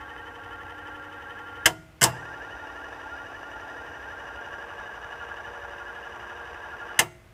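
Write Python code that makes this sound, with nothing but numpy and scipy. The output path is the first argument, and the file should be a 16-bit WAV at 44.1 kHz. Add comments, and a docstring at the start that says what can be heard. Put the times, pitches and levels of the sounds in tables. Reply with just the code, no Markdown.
"""A small electric lift motor drives a machine unit one way, stops, and is switched to run the other way, in a workshop.
Its gearing growls: noise that repeats every shaft turn, mixed with fresh hiss, under steady wavering mesh tones.
Once a turn a squeal of short gliding tones climbs through the pitches of the casing while another falls.
The switch snaps loudly at each stop and start, in bursts of coloured noise, and rings the resonators of a steel frame."""
import sys
import numpy as np
from scipy import signal
from scipy.fft import rfft, irfft, next_fast_len
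from scipy.io import wavfile
from scipy.ndimage import map_coordinates

SR = 44100
rng = np.random.default_rng(int(sys.argv[2]) if len(sys.argv) > 2 else 0)


def wav_record(signal):
    """Record a signal, one row per channel, as 16-bit PCM in the file named by sys.argv[1]."""
    frames = np.transpose(np.atleast_2d(signal))
    bounded = np.clip(frames, -1, 1)
    # unit amplitude maps onto the largest positive 16-bit level
    quanta = np.round(bounded * 32767).astype(np.int16)
    wavfile.write(sys.argv[1], SR, quanta)


N = 323382
TIME = np.arange(N) / SR

FIRST_STOP_S, RESTART_S, LAST_STOP_S = 1.6568, 2.0168, 6.9902
FIRST_TURNS_PER_S, SECOND_TURNS_PER_S = 11.6, 11.9


def from_db(db):
    """Turns decibels into an amplitude factor."""
    return 10 ** (np.asarray(db) / 20)


def rms_one(x):
    """Scales a signal to an rms of 1."""
    return x / np.sqrt(np.mean(x ** 2) + 1e-20)


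def ramp(start_s, length_s):
    """Rises in a straight line from 0 to 1."""
    return np.clip((TIME - start_s) / length_s, 0, 1)


def drift(per_s, size=N):
    """Random motion of rms 1, gliding between per_s random values each second."""
    knots = rng.standard_normal(size // 8)
    position = np.arange(size) * per_s / SR
    return rms_one(np.interp(position, np.arange(len(knots)), knots))


def coloured(x, spectrum, resonances=()):
    """Gives a noise a broad spectrum with narrow peaks and hollows on it; rms 1."""
    size = next_fast_len(len(x), True)
    hz = np.maximum(np.arange(size // 2 + 1) * SR / size, 1)
    points = np.array(spectrum)
    db = np.interp(np.log(hz), np.log(points[:, 0]), points[:, 1])
    for centre_hz, width_hz, peak_db in resonances:
        db = db + peak_db / (1 + (2 * (hz - centre_hz) / width_hz) ** 2)
    shaped = irfft(rfft(x, size) * from_db(db), size)
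    return rms_one(shaped[:len(x)])


def first_run():
    """The motor is already turning and dies quickly when it is cut."""
    # Growl of the gears. Each row: frequency in Hz, relative density in dB.
    growl_spectrum = [(120, -48), (200, -23), (298, -4), (392, -15), (471, -6), (618, -20), (858, -3.5),
                      (1030, -10.5), (1090, -13.5), (1400, -1.5), (1880, -10), (2290, -25.5), (3070, -20.5),
                      (3960, -38), (15500, -51.5)]
    # Tones of the meshing teeth. Each row: frequency in Hz, rms in dB before the gain of the run.
    mesh_tones = [(91.5, -54.5), (301.5, -57), (463.0, -62.5), (559.9, -56.5), (721.4, -66.5),
                  (839.8, -62.5), (1114, -50), (1396, -45.5)]
    turns = FIRST_TURNS_PER_S * TIME + 0.0023 * drift(5.7)
    power = 1 - ramp(FIRST_STOP_S, .045)
    notes = rubs(start=.14, dwell=.2, foot_hz=1381, foot_db=-46, climb_hz_per_turn=375, crest_hz=np.inf,
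                 climb_db=1.5, swell_db_per_turn=-2.5, fall_start=.12, fall_db=-1,
                 tight_place=0.12, squeak_hz=3030, squeak_db=-56)
    gears = from_db(-45) * growl(turns, growl_spectrum, fresh_above_hz=1770, scrape_place=0.16,
                                 scrape_length=0.087, scrape_db=0.5, hiss_db=7.0, grain_db=2.0)
    whine = squeals(turns, FIRST_TURNS_PER_S, notes, power > 0, rough=0.56, uneven_db=2.5, slip=0.05)
    return power * (gears + whine + from_db(-4.5) * hum(mesh_tones, waver=.5))


def second_run():
    """The other direction is a little faster; as the unit travels the climb slows and bends over at a crest."""
    # Growl early and late in the travel. Each row: frequency in Hz, relative density in dB.
    early_spectrum = [(120, -60.5), (200, -33.5), (293, -5), (462, -8.5), (506, -10.5), (702, -1.5),
                      (1150, -7.5), (1260, -10), (1400, 0), (1880, -6.5), (2090, -22.5), (2900, -19.5),
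                      (4030, -32), (5800, -33.5), (15500, -55)]
    late_spectrum = [(120, -76), (200, -18.5), (437, -10), (471, -8.5), (515, -16.5), (575, -5),
                     (1260, -7.5), (1400, -3.5), (1510, -2), (1650, 0.5), (2170, -23), (2960, -20),
                     (4100, -35), (5910, -36), (15500, -56.5)]
    # Tones of the meshing teeth. Each row: frequency in Hz, rms in dB before the gain of the run.
    mesh_tones = [(70.0, -62), (358, -58.5), (473.7, -57), (570.6, -57.5), (726.7, -63), (855.9, -65.5),
                  (952.8, -57)]
    turns = SECOND_TURNS_PER_S * TIME + .002 * drift(5)
    power = ramp(RESTART_S, 0.065) * (1 - ramp(LAST_STOP_S, 0.036))
    travel = ramp(3.7, 1.0)  # the colour crossfades over this stretch
    early = power * np.sqrt(1 - travel)
    late = power * np.sqrt(travel)

    early_notes = rubs(start=.26, dwell=.26, foot_hz=1409, foot_db=-44.5, climb_hz_per_turn=505.6,
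                       crest_hz=np.inf, climb_db=-0.5, swell_db_per_turn=-0.6, fall_start=.16, fall_db=1.5,
                       tight_place=.92, squeak_hz=2860, squeak_db=-55.5)
    before = from_db(-43.0) * growl(turns, early_spectrum, fresh_above_hz=1300, scrape_place=.88,
                                    scrape_length=0.086, scrape_db=2.1, hiss_db=0.3, grain_db=1.5)
    before += from_db(0.5) * squeals(turns, SECOND_TURNS_PER_S, early_notes, early > 0,
                                     rough=.85, uneven_db=3.0, slip=.05)

    late_notes = rubs(start=.21, dwell=0.14, foot_hz=1420.5, foot_db=-42, climb_hz_per_turn=385,
                      crest_hz=1695, climb_db=-2, swell_db_per_turn=4, fall_start=0.0402, fall_db=-1.0,
                      tight_place=.89, squeak_hz=2887, squeak_db=-54.0)
    after = from_db(-42.0) * growl(turns, late_spectrum, fresh_above_hz=1420, scrape_place=0.97,
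                                   scrape_length=0.11, scrape_db=0.5, hiss_db=2.0, grain_db=2.0)
    after += from_db(-0.5) * squeals(turns, SECOND_TURNS_PER_S, late_notes, late > 0,
                                     rough=0.73, uneven_db=2.03, slip=0.031)

    mesh = from_db(-6 + 3.7 * travel) * hum(mesh_tones, waver=0.87)
    return early * before + late * after + power * mesh


def from_place(turns, place):
    """Shaft angle from the nearest passing of a place, in turns."""
    return (turns - place + .5) % 1 - .5


def growl(turns, spectrum, fresh_above_hz, scrape_place, scrape_length, scrape_db, hiss_db, grain_db):
    """The same rough teeth meet on every turn; friction adds fresh hiss; a tight spot is louder and brighter."""
    # Gear casing. Each row: centre in Hz, width in Hz, peak (+) or hollow (-) in dB.
    casing = [(255, 80, 1), (472, 33, 6.5), (610, 27, -2.5), (880, 90, 2), (1135, 53, 6), (1275, 38, -5),
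              (1480, 110, -10.5), (1800, 200, -0.5), (2250, 400, 3), (2590, 60, 8), (2905, 250, 6.5),
              (3420, 90, 2), (3716, 70, 12), (4300, 830, -4.5), (4950, 130, 11.5), (5890, 400, 11.5),
              (10750, 200, 3.5)]
    surface = rng.standard_normal(SR // 12)
    position = turns % 1 * len(surface)
    repeating = rms_one(map_coordinates(surface, [position], order=3, mode="grid-wrap"))
    tight = np.exp(-.5 * (from_place(turns, scrape_place) / scrape_length) ** 2)
    teeth = signal.lfilter(*signal.butter(1, fresh_above_hz, "low", fs=SR), repeating)
    hiss = signal.lfilter(*signal.butter(1, fresh_above_hz, "high", fs=SR), rng.standard_normal(N))
    hiss = hiss * from_db(hiss_db * tight)
    loudness = from_db(scrape_db * tight + grain_db * drift(400))
    return coloured((teeth + hiss) * loudness, spectrum, casing)


def squeals(turns, turns_per_s, notes, running, rough, uneven_db, slip):
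    """Each rubbing spot sings a short gliding note as it comes round, never quite the same twice."""
    out = np.zeros(N)
    count = int(running.sum())
    for place, length, hz, glide, level_db in notes:
        angle = from_place(turns[running], place)
        phase = 2 * np.pi * (hz + .5 * glide * angle) * angle / turns_per_s
        shake = rough * np.sqrt(hz / 1400) * drift(50, count)  # the grip wavers, high notes most
        # it bites a little early or late
        touch = np.exp(-.5 * ((angle + slip * drift(12, count)) / length) ** 2)
        touch *= np.sqrt(np.abs(np.cos(np.pi * angle)))  # silent on the far side of the turn
        level = from_db(level_db + uneven_db * drift(9.8, count))
        out[running] += np.sqrt(2) * np.sin(phase + shake) * touch * level
    return out


def rubs(start, dwell, foot_hz, foot_db, climb_hz_per_turn, crest_hz, climb_db, swell_db_per_turn,
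         fall_start, fall_db, tight_place, squeak_hz, squeak_db):
    """A squeal dwells on its foot and climbs, another falls, and the tight spot squeaks, on every turn.

    Each note: place in turns, length in turns, pitch in Hz, glide in Hz per turn, level in dB."""
    # Casing pitches climbed through. Each row: pitch in Hz, length in turns, level in dB before climb_db and swell.
    climb = [(1595, .14, -44.5), (1717, .09, -44), (1834, .14, -47)]
    # Pitches of the falling squeal. Each row: pitch in Hz, length in turns, level in dB before fall_db.
    fall = [(1130, .16, -55), (862, 0.11, -47), (717, 0.099, -53.5), (478.5, 0.082, -54)]
    fall_hz_per_turn = 996.9
    glide_share = 0.43  # share of the climb that is heard within one note
    sag_share = 0.36  # past its crest the squeal sinks at this share of its climb
    squeak_turns, squeak_hz_per_turn = .11, 320

    notes = [(start, dwell, foot_hz, 0, foot_db)]
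    for hz, length, level_db in climb:
        delay = (hz - foot_hz) / climb_hz_per_turn
        if hz < crest_hz:
            pitch, slope = hz, glide_share
        else:
            pitch, slope = crest_hz - sag_share * (hz - crest_hz), -sag_share
        level_db = level_db + climb_db + swell_db_per_turn * delay
        notes.append((start + delay, length, pitch, slope * climb_hz_per_turn, level_db))
    for hz, length, level_db in fall:
        delay = (fall[0][0] - hz) / fall_hz_per_turn
        notes.append((fall_start + delay, length, hz, 0, level_db + fall_db))
    # the high squeak rises, then jumps up 90 Hz and sinks away, 4 dB weaker
    notes.append((tight_place, squeak_turns, squeak_hz, squeak_hz_per_turn, squeak_db))
    notes.append((tight_place + 2 * squeak_turns, squeak_turns, squeak_hz + 90, -squeak_hz_per_turn,
                  squeak_db - 4))
    return notes


def hum(tones, waver):
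    """Mesh tones swell and waver as the load shifts."""
    out = np.zeros(N)
    for hz, level_db in tones:
        swell = from_db(level_db + 2.5 * drift(4))
        out += np.sqrt(2) * swell * np.sin(2 * np.pi * hz * TIME + waver * drift(6))
    return out


def switch():
    """Contacts crack, the housing knocks, the armature pings, the panel booms, and the motor jolts with a thud."""
    # Spectra of contact crack, housing knock, armature ping, panel boom and low thud.
    # Each row: frequency in Hz, relative density in dB.
    crack_spectrum = [(1500, -42.5), (3200, -11), (4000, -11), (5000, -3), (5800, -3), (7000, -1),
                      (7700, 1.5), (9000, -2.5), (10000, -6), (13000, -9), (16000, -23.5)]
    knock_spectrum = [(600, -20.5), (1300, -18.5), (1600, 2), (1800, -0.5), (2000, -2), (2300, -18),
                      (5000, -34)]
    ping_spectrum = [(2000, -33), (2500, -10.5), (2950, 3), (3300, -7.5), (4500, -27.5)]
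    boom_spectrum = [(120, -23), (260, -16), (330, -4), (420, -4), (490, 0), (560, -14), (690, 6.5),
                     (780, -3.5), (880, 2.5), (1100, -0.5), (1500, -14), (2500, -16), (5000, -26.5)]
    thud_spectrum = [(30, -27.5), (70, -10), (125, 3), (170, -0.5), (240, -17.5), (500, -46)]
    times, crack_db, knock_db, boom_db = np.transpose(snaps())
    crack = chatter(times, crack_db, crack_spectrum, rise_s=0.00033, t60=0.036)
    knock = chatter(times, knock_db, knock_spectrum, rise_s=0.00046, t60=0.037)
    ping = chatter(times, knock_db - 5.5, ping_spectrum, rise_s=.0006, t60=0.05)
    boom = chatter(times, boom_db, boom_spectrum, rise_s=0.0032, t60=.15)
    jolt_times = (FIRST_STOP_S, RESTART_S, LAST_STOP_S)
    thud = chatter(jolt_times, (-37.5, -26, -37.5), thud_spectrum, rise_s=.004, t60=.45)
    heard = workshop(crack + knock + ping + boom, near_db=-12, near_t60=0.088, far_db=-32.5, far_t60=.55)
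    # a second crack, opposite in the two channels, gives width
    side = from_db(-27.5) * chatter(times, crack_db, crack_spectrum, rise_s=.0005, t60=.032)
    return heard + thud + frame() + side * np.array([[1], [-1]])


def snaps():
    """The switch drops out and rebounds at each stop, and bounces home at the restart.

    Each impact: time in seconds, then crack, knock and boom in dB."""
    # Blows as the switch drops out. Each row: delay in seconds, contact crack in dB, housing knock in dB.
    drop_out = [(0, -18.5, -10), (.002, -9, -12)]
    drop_boom_db, touch_boom_db, pull_boom_db = -24, -36.5, -21.5
    light_crack_db, light_knock_db = -27, -26
    bounces, bounce_s = 3, .0106

    impacts = []
    for stop_s, rebound_db in ((FIRST_STOP_S, -12), (LAST_STOP_S, -23)):
        for delay, crack_db, knock_db in drop_out:
            impacts.append((stop_s + delay, crack_db, knock_db, drop_boom_db))
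        impacts.append((stop_s + .0056, light_crack_db, rebound_db, drop_boom_db))
    # a light touch comes 5 ms before the bounces, and another as it seats
    impacts.append((RESTART_S - .005, light_crack_db, light_knock_db, touch_boom_db))
    for k in range(bounces):
        # each blow cracks harder and knocks less
        impacts.append((RESTART_S + k * bounce_s, -17.5 + 5.5 * k, -14 - 3 * k, pull_boom_db))
    impacts.append((RESTART_S + bounces * bounce_s, light_crack_db, light_knock_db, pull_boom_db))
    return impacts


def chatter(times, levels_db, spectrum, rise_s, t60):
    """Each impact starts a dense rattle that swells for an instant and dies."""
    out, age = np.zeros(N), TIME[:SR]
    shape = (1 - np.exp(-(age / rise_s) ** 2)) * from_db(-60 * age / t60)
    shape_rms = np.sqrt(np.mean(shape ** 2))
    for impact_s, level_db in zip(times, levels_db):
        start = round(impact_s * SR)
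        rattle = shape_rms * rms_one(shape * coloured(rng.standard_normal(SR), spectrum))
        out[start:start + SR] += from_db(level_db) * rattle[:N - start]
    return out


def frame():
    """Each switching rings the decaying modes of the steel frame, differently with load and position of the unit."""
    # Modes. Each row: frequency in Hz, t60 in seconds, level in dB at first stop, at restart and at last stop.
    modes = [(119.5, 1, -51, -37, -49), (159.6, 0.99, -43.5, -40.5, -51), (317, .6, -37.5, -55.5, -55.5),
             (354, 0.64, -48.5, -52, -40), (389.5, 0.41, -44, -53.5, -52), (650, 0.92, -47, -55, -48),
             (730, .45, -42, -46, -52), (855, 0.37, -47.5, -32, -46.5), (1367, 0.34, -39, -53, -40),
             (1421, 0.57, -38.5, -42.5, -50), (1670, .33, -55, -45, -46.5), (1900, .4, -54.5, -56.5, -59),
             (2056, .65, -51, -59.5, -48), (2220, 0.44, -63, -60, -45), (2770, .3, -53, -33, -41.5),
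             (4960, .42, -66, -45, -66)]
    # Times of the blows that ring the frame, in seconds.
    blow_times = (1.663, 2.038, 6.993)
    out = np.zeros(N)
    at = [round(s * SR) for s in blow_times]
    for hz, t60, *levels_db in modes:
        clicks = np.zeros(N)
        clicks[at] = from_db(levels_db)
        decay = from_db(-60 / (t60 * SR))
        step = 2 * np.pi * hz / SR
        feedback = [1, -2 * decay * np.cos(step), decay * decay]
        out += signal.lfilter([0, np.sin(step)], feedback, clicks + 1e-18)  # inaudible offset
    return out


def workshop(x, near_db, near_t60, far_db, far_t60):
    """Quick reflections off the machine and a faint tail from the room, each a decaying noise echo."""
    # Colour of the echo. Each row: frequency in Hz, relative density in dB.
    echo_spectrum = [(60, -6), (150, -4.5), (500, -0.5), (1000, -10), (2200, -9), (4000, -8.5), (8000, -11),
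                     (11000, -15.5), (15000, -27)]
    age, out = TIME[:SR], x
    for level_db, t60 in ((near_db, near_t60), (far_db, far_t60)):
        fade = from_db(-60 * age / t60) * np.clip(age / 0.0043, 0, 1)
        echo = coloured(rng.standard_normal(SR), echo_spectrum) * fade
        out = out + from_db(level_db) * signal.fftconvolve(x, echo / np.linalg.norm(echo))[:N]
    return out


def background():
    """The low rumble of the workshop is steady coloured noise."""
    # Rumble. Each row: frequency in Hz, relative density in dB.
    rumble_spectrum = [(20, -18.5), (35, -17.5), (52, 4.5), (110, -2.5), (170, -12.5), (250, -12.5),
                       (500, -15.5), (1000, -17.5), (2000, -19), (4000, -30.5), (8000, -36.5), (15000, -39)]
    return from_db(-53.5) * coloured(rng.standard_normal(N), rumble_spectrum)


def scene():
    """Two runs of the motor and the switch, over the low rumble of the workshop."""
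    return first_run() + second_run() + switch() + background()


def record(dry):
    """The loudest peaks are rounded and the top is cut steeply above 15450 Hz."""
    rounded = 1.12 * np.tanh(dry / 1.105)
    low_pass = signal.ellip(10, .1, 80, 15450, fs=SR, output="sos")
    return signal.sosfilt(low_pass, rounded)


dry = scene()
out = record(dry)
wav_record(out)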